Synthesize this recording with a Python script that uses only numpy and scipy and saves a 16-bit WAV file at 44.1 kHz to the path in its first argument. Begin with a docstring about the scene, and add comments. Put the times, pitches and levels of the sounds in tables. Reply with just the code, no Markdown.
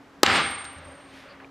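"""A steel maul hits a wedge standing in a log, in a back yard: one hard crack that overloads the mic.
The steel rings, block and ground boom. House walls slap the crack back and the neighbourhood scatters
it into a long wash. The maul head sings on, high and thin, Doppler-bent as it is swung away.
Small ticks, soft steps, a faint drone and a jacket's rustle follow, over town noise, hum and mic hiss."""
import sys
import numpy as np
from scipy import signal
from scipy.fft import rfft, irfft
from scipy.io import wavfile

SR = 44100
rng = np.random.default_rng(int(sys.argv[2]) if len(sys.argv) > 2 else 0)


def master(y):
    """Save y as 16-bit WAV."""
    cut = np.clip(np.atleast_2d(y).T, -1, 1)
    pcm = np.round(cut * 32767)  # scale
    wavfile.write(sys.argv[1], SR, pcm.astype(np.int16))


N = 66150
T = np.arange(N) / SR
HZ = np.maximum(np.fft.rfftfreq(N, 1 / SR), 1)
BLOW_S = .2321

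# stereo side signal of a close mic pair [f/Hz, level/dB re mid]
SIDE_SPECTRUM = [(60, -34.5), (250, -44), (500, -25.5), (1000, -21.5), (2200, -18.5), (7000, -15.5),
                 (8700, -9), (11000, -44)]
# distant town [f/Hz, relative level/dB]
TOWN_SPECTRUM = [(25, -19), (60, -4.5), (100, -4.5), (200, -4), (350, -3.5), (700, -6.5), (1500, -10),
                 (3000, -20.5), (6000, -29), (10000, -37), (15000, -44)]
# mic self-noise [f/Hz, relative level/dB]
HISS_SPECTRUM = [(30, -15), (100, 0), (250, 4), (600, 2.5), (1500, -2.5), (3000, -7.5), (6500, -21.5),
                 (10000, -56)]
# maul-wedge contacts [t/s after the blow, gain/dB]
MAUL_CONTACTS = [(-.0014, -38), (0, 4), (.0024, -13.5)]
# splintering crack [f/Hz, relative level/dB]
CRACK_SPECTRUM = [(100, -29), (350, 2), (600, 3), (1200, -2), (2800, -2), (4500, -3), (8000, -10),
                  (11000, -23), (15000, -36.5)]
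# wedge in the log [f/Hz, relative level/dB, t60/s]
WEDGE_MODES = [(393, -10.5, 0.011), (560, -9, .016), (825, -16, 0.042), (1000, -15, 0.026),
               (1273, -9.5, 0.026), (1666, -13, 0.016), (2167, -10.5, 0.015), (2890, -12, 0.016),
               (3710, -14, .012), (4600, -6, 0.0091), (5060, -16.5, 0.017), (6620, -20, .009)]
# long rings of wedge and maul [f/Hz]
STEEL_MODES_HZ = [786, 821, 1130, 1216, 2178, 2903, 7577, 13295]
# the same rings, row by row [level/dB, t60/s]
STEEL_DECAYS = [(-32.5, 1.2), (-36, 0.55), (-38, 1.4), (-30.5, 0.57), (-38, 0.63), (-38, 0.82), (-37, .52),
                (-53, .58)]
# block on the ground [f/Hz, level/dB, t60/s]
BOOM_MODES = [(77.6, -37, 1.0), (98.5, -36, 1), (147.4, -32, 0.35)]
# note of the maul head as it turns and travels [t/s, level/dB]
SING_ENVELOPE = [(.232, -49.5), (.3, -53.5), (.34, -36.5), (.37, -37.5), (.392, -48), (.425, -36.5),
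                 (.55, -40.5), (.577, -48.5), (.605, -40), (.638, -53), (.665, -42.5), (.78, -54),
                 (.822, -69), (.85, -57.5), (1, -62.5), (1.2, -74), (1.5, -90.5)]
# head speed towards the mic [t/s, v/(m/s)]
HEAD_SPEED = [(.232, 0), (.5, 0.17), (.75, 0.072), (.92, 1.37), (1.2, -1.7), (1.5, 1.95)]
# scattered echoes [f/Hz, relative level/dB, t60/s]
WASH_BANDS = [(30, -30, 0.78), (55.7, -25.5, 0.91), (78, -9, 0.84), (113, -11.5, 0.7), (202, -3, 0.4),
              (373, -6.5, 0.51), (679, -5.5, 0.58), (1280, -1, 0.66), (2020, -2.5, 0.61), (3440, -7, 0.55),
              (4900, -12.5, 0.44), (5940, -23.5, .45), (7700, -23.5, 0.23), (10600, -37.5, 0.13),
              (14000, -51, 0.33)]
# notes standing out of the wash [f/Hz, width/Hz, level/dB]
WASH_PEAKS = [(796, 40, -39.5), (1190, 66, -34.5), (2158, 170, -35)]
# nearest walls' echoes [t/s, level/dB, f/Hz, sigma/oct, sigma/s]
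WALL_SLAPS = [(.2642, -13.5, 2160, 0.87, 0.0017), (.280, -20.5, 1540, 0.15, 0.0026),
              (.3003, -15, 1570, .4, 0.0018), (.36, -19.5, 1450, 0.97, 0.0032)]
# chips and grit [t/s, pre-filter level/dB, f/Hz, sigma/oct, t60/s]
GRIT_TICKS = [(0.508, -46, 11700, 0.11, .025), (.559, -54, 6000, 0.39, .015),
              (.644, -42, 6300, 0.53, 0.011), (.645, -58, 13500, .12, .02), (0.651, -38, 3900, 0.48, 0.03),
              (0.729, -59, 10900, 0.14, 0.06), (0.785, -51, 5500, 0.59, .012), (.862, -66, 11400, .3, .02),
              (1.401, -35, 1880, 0.4, 0.027), (1.418, -44, 1000, 0.79, 0.02),
              (1.436, -45, 420, 0.28, 0.053), (1.445, -39.5, 2260, 0.33, 0.019)]
# steps on soil [t/s, level/dB]
FOOTFALLS = [(.76, -40), (0.857, -41.5)]
# swells of a faint drone [t/s, level/dB, sigma/s]
DRONE_SWELLS = [(0.799, -53.5, 0.059), (.95, -52.5, 0.07), (1.291, -54, 0.062)]
# jacket and boots rubbing [t/s, level/dB, f/Hz, sigma/oct, sigma/s]
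RUBS = [(.94, -51.5, 881.6, 1.19, 0.16), (1.18, -50.5, 1810, 0.95, 0.065), (1.18, -71.5, 10500, 0.2, .05),
        (1.29, -51, 1410, 0.77, 0.081), (1.31, -57.5, 4540, 0.1, 0.018), (1.43, -49.5, 632, 1.18, 0.023)]


def undb(db):
    return 10 ** (np.asarray(db) / 20)


def noise(gain):
    """Unit-rms noise with the given spectral shape."""
    x = irfft(gain * np.exp(2j * np.pi * rng.random(len(HZ))), N)
    return x / (x.std() + 1e-18)


def colour(points):
    """Spectral gain from (f/Hz, level/dB) points."""
    hz, db = np.array(points).T
    return undb(np.interp(np.log(HZ), np.log(hz), db))


def stereo_noise(gain, side_db=0):
    """Mid/side noise at two closely spaced mics."""
    side_gain = gain * colour(SIDE_SPECTRUM)
    side = noise(side_gain) * np.sqrt(np.sum(side_gain ** 2) / np.sum(gain ** 2))
    return noise(gain) + undb(side_db) * side * np.array([[1], [-1]])


def bell(hz, octaves):
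    """Gaussian band on a log-frequency axis."""
    return np.exp(-.5 * (np.log2(HZ / hz) / octaves) ** 2)


def fade(start_s, t60_s):
    """Unity until the start, then exponential decay."""
    return np.exp(-np.log(1000) * np.maximum(T - start_s, 0) / t60_s)


def hit(start_s, t60_s):
    """Instant attack, exponential decay."""
    return (T >= start_s) * fade(start_s, t60_s)


def swell(centre_s, sigma_s):
    """Gaussian rise and fall."""
    return np.exp(-.5 * ((T - centre_s) / sigma_s) ** 2)


def noise_swells(rows, side_db):
    """Noise bands that each rise and fall once."""
    return sum(undb(db) * swell(at_s, sigma_s) * stereo_noise(bell(hz, octaves), side_db)
               for at_s, db, hz, octaves, sigma_s in rows)


def ring(modes, start_s):
    """Decaying modes struck together."""
    return sum(undb(db) * hit(start_s, t60_s) * np.sin(2 * np.pi * hz * (T - start_s))
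               for hz, db, t60_s in modes)


def town(level_db=-52.5):
    """Steady, dull noise of a distant town."""
    return undb(level_db) * stereo_noise(colour(TOWN_SPECTRUM))


def hum(start_hz=275.2, fall_hz_per_s=2.76, rms_db=-56):
    """Distant tone, sinking slightly; pitch and level waver."""
    pitch_hz = start_hz - fall_hz_per_s * T + 2.5 * noise(bell(3.2, 1))
    level_db = rms_db + 2.9 * noise(bell(3.6, 1))
    return undb(level_db) * np.sqrt(2) * np.sin(2 * np.pi * np.cumsum(pitch_hz) / SR)


def mic_hiss(level_db=-63):
    """Self-noise, independent left and right."""
    return undb(level_db) * np.array([noise(colour(HISS_SPECTRUM)) for _ in range(2)])


def blow(crack_t60_s=.013, ceiling_db=.5, highpass_hz=244):
    """Maul grazes the wedge, strikes, strikes again; the crack saturates and carries little bass."""
    impact = 0
    for lag_s, db in MAUL_CONTACTS:
        at_s = BLOW_S + lag_s
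        crack = undb(-5) * hit(at_s, crack_t60_s) * stereo_noise(colour(CRACK_SPECTRUM), side_db=-5.5)
        impact += undb(db) * (crack - ring(WEDGE_MODES, at_s))
    saturated = undb(ceiling_db) * np.tanh(impact / undb(ceiling_db))
    return signal.sosfilt(signal.butter(4, highpass_hz, "high", fs=SR, output="sos"), saturated)


def steel_ring(full_s=.34, waver_db=4, waver_hz=7.8):
    """Steel rings on, ducked after the blow and swelling as mic gain recovers; each note wavers."""
    recovery = undb(np.interp(T, [BLOW_S, full_s], [-8, 0]))
    return recovery * sum(ring([(hz, db, t60_s)], BLOW_S) * undb(waver_db * noise(bell(waver_hz, .91)))
                          for hz, (db, t60_s) in zip(STEEL_MODES_HZ, STEEL_DECAYS))


def block_boom(rise_s=.087):
    """Block and ground build up a soft low boom."""
    return np.clip((T - BLOW_S) / rise_s, 0, 1) * ring(BOOM_MODES, BLOW_S)


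def maul_head(note_hz=8662, echo_s=.035, echo_db=-18.5, scatter_db=-15, flutter_db=1.3, flutter_hz=30):
    """One high note, Doppler-bent by the swing; its wall echo bends the other way and beats with it."""
    travel_m = np.cumsum(np.interp(T, *np.array(HEAD_SPEED).T)) / SR
    lead_s = travel_m / 343  # speed of sound, m/s
    level_db = np.interp(T, *np.array(SING_ENVELOPE).T) + flutter_db * noise(bell(flutter_hz, .25))
    direct = (T > BLOW_S) * np.sin(2 * np.pi * note_hz * (T + lead_s))
    echo = (T > BLOW_S + echo_s) * np.sin(2 * np.pi * note_hz * (T - lead_s))
    scatter = (T > BLOW_S) * stereo_noise(bell(note_hz, .004))
    return undb(level_db) * np.sqrt(2) * (direct + undb(echo_db) * echo + undb(scatter_db) * scatter)


def wash(level_db=-21, full_s=.29, fall_s=.38, far_db=-10.5, far_t60_ratio=1.554 / .66, peak_t60_s=.98):
    """The wash starts ducked by the crack, swells as mic gain recovers, then dies, treble first."""
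    bands = np.array(WASH_BANDS)
    spectrum = colour(bands[:, :2])
    echoes = 0
    for t60_s, one_hot in zip(bands[:, 2], np.eye(len(bands))):
        crossfade = np.interp(np.log(HZ), np.log(bands[:, 0]), one_hot)
        gain = spectrum * np.sqrt(crossfade)
        rms_share = np.sqrt(np.sum(gain ** 2) / np.sum(spectrum ** 2))
        far_tail = undb(far_db) * fade(fall_s, far_t60_ratio * t60_s)
        decay = np.hypot(fade(fall_s, t60_s), far_tail)
        echoes += undb(level_db) * rms_share * decay * stereo_noise(gain)
    for hz, width_hz, db in WASH_PEAKS:
        peak = 1 / (1 + (2 * (HZ - hz) / width_hz) ** 2)
        echoes += undb(db) * fade(fall_s, peak_t60_s) * stereo_noise(peak)
    recovery = (T > BLOW_S) * undb(np.interp(T, [BLOW_S, full_s], [-8, 0]))
    return recovery * echoes


def wall_slaps():
    """The nearest walls return the crack as short bursts."""
    return noise_swells(WALL_SLAPS, side_db=-16)


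def ticks():
    """Chips and grit click drily, each filtered to its band."""
    clicks = 0
    for at_s, db, hz, octaves, t60_s in GRIT_TICKS:
        burst = hit(at_s, t60_s) * stereo_noise(bell(hz, octaves))
        clicks += undb(db) * irfft(rfft(burst) * bell(hz, 2 * octaves), N)
    return clicks


def steps(thud_hz=80, rise_s=.0069, t60_s=.31):
    """Boots thud dully on soil."""
    thuds = 0
    for at_s, db in FOOTFALLS:
        envelope = np.clip((T - at_s) / rise_s, 0, 1) * fade(at_s, t60_s)
        thud = np.sin(2 * np.pi * thud_hz * (T - at_s)) + undb(-8.5) * noise(bell(115, .86))
        thuds += undb(db) * envelope * thud
    return thuds


def drone(centre_hz=567):
    """A faint narrow noise band comes and goes."""
    envelope = sum(undb(db) * swell(at_s, sigma_s) for at_s, db, sigma_s in DRONE_SWELLS)
    return envelope * noise(bell(centre_hz, .1))


def rustle():
    """Jacket and boots rub in soft swells."""
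    return noise_swells(RUBS, side_db=-16)


def scene():
    background = town() + hum() + mic_hiss()
    strike = blow() + steel_ring() + block_boom() + maul_head() + wall_slaps() + wash()
    return background + strike + ticks() + steps() + drone() + rustle()


def record(dry):
    """The mic rounds off the crack's peaks; steep low-pass."""
    lowpass_hz = 15200
    rounded = dry / (1 + dry ** 6) ** (1 / 6)
    return signal.sosfilt(signal.ellip(10, .2, 90, lowpass_hz, fs=SR, output="sos"), rounded)


dry = scene()
out = record(dry)
master(out)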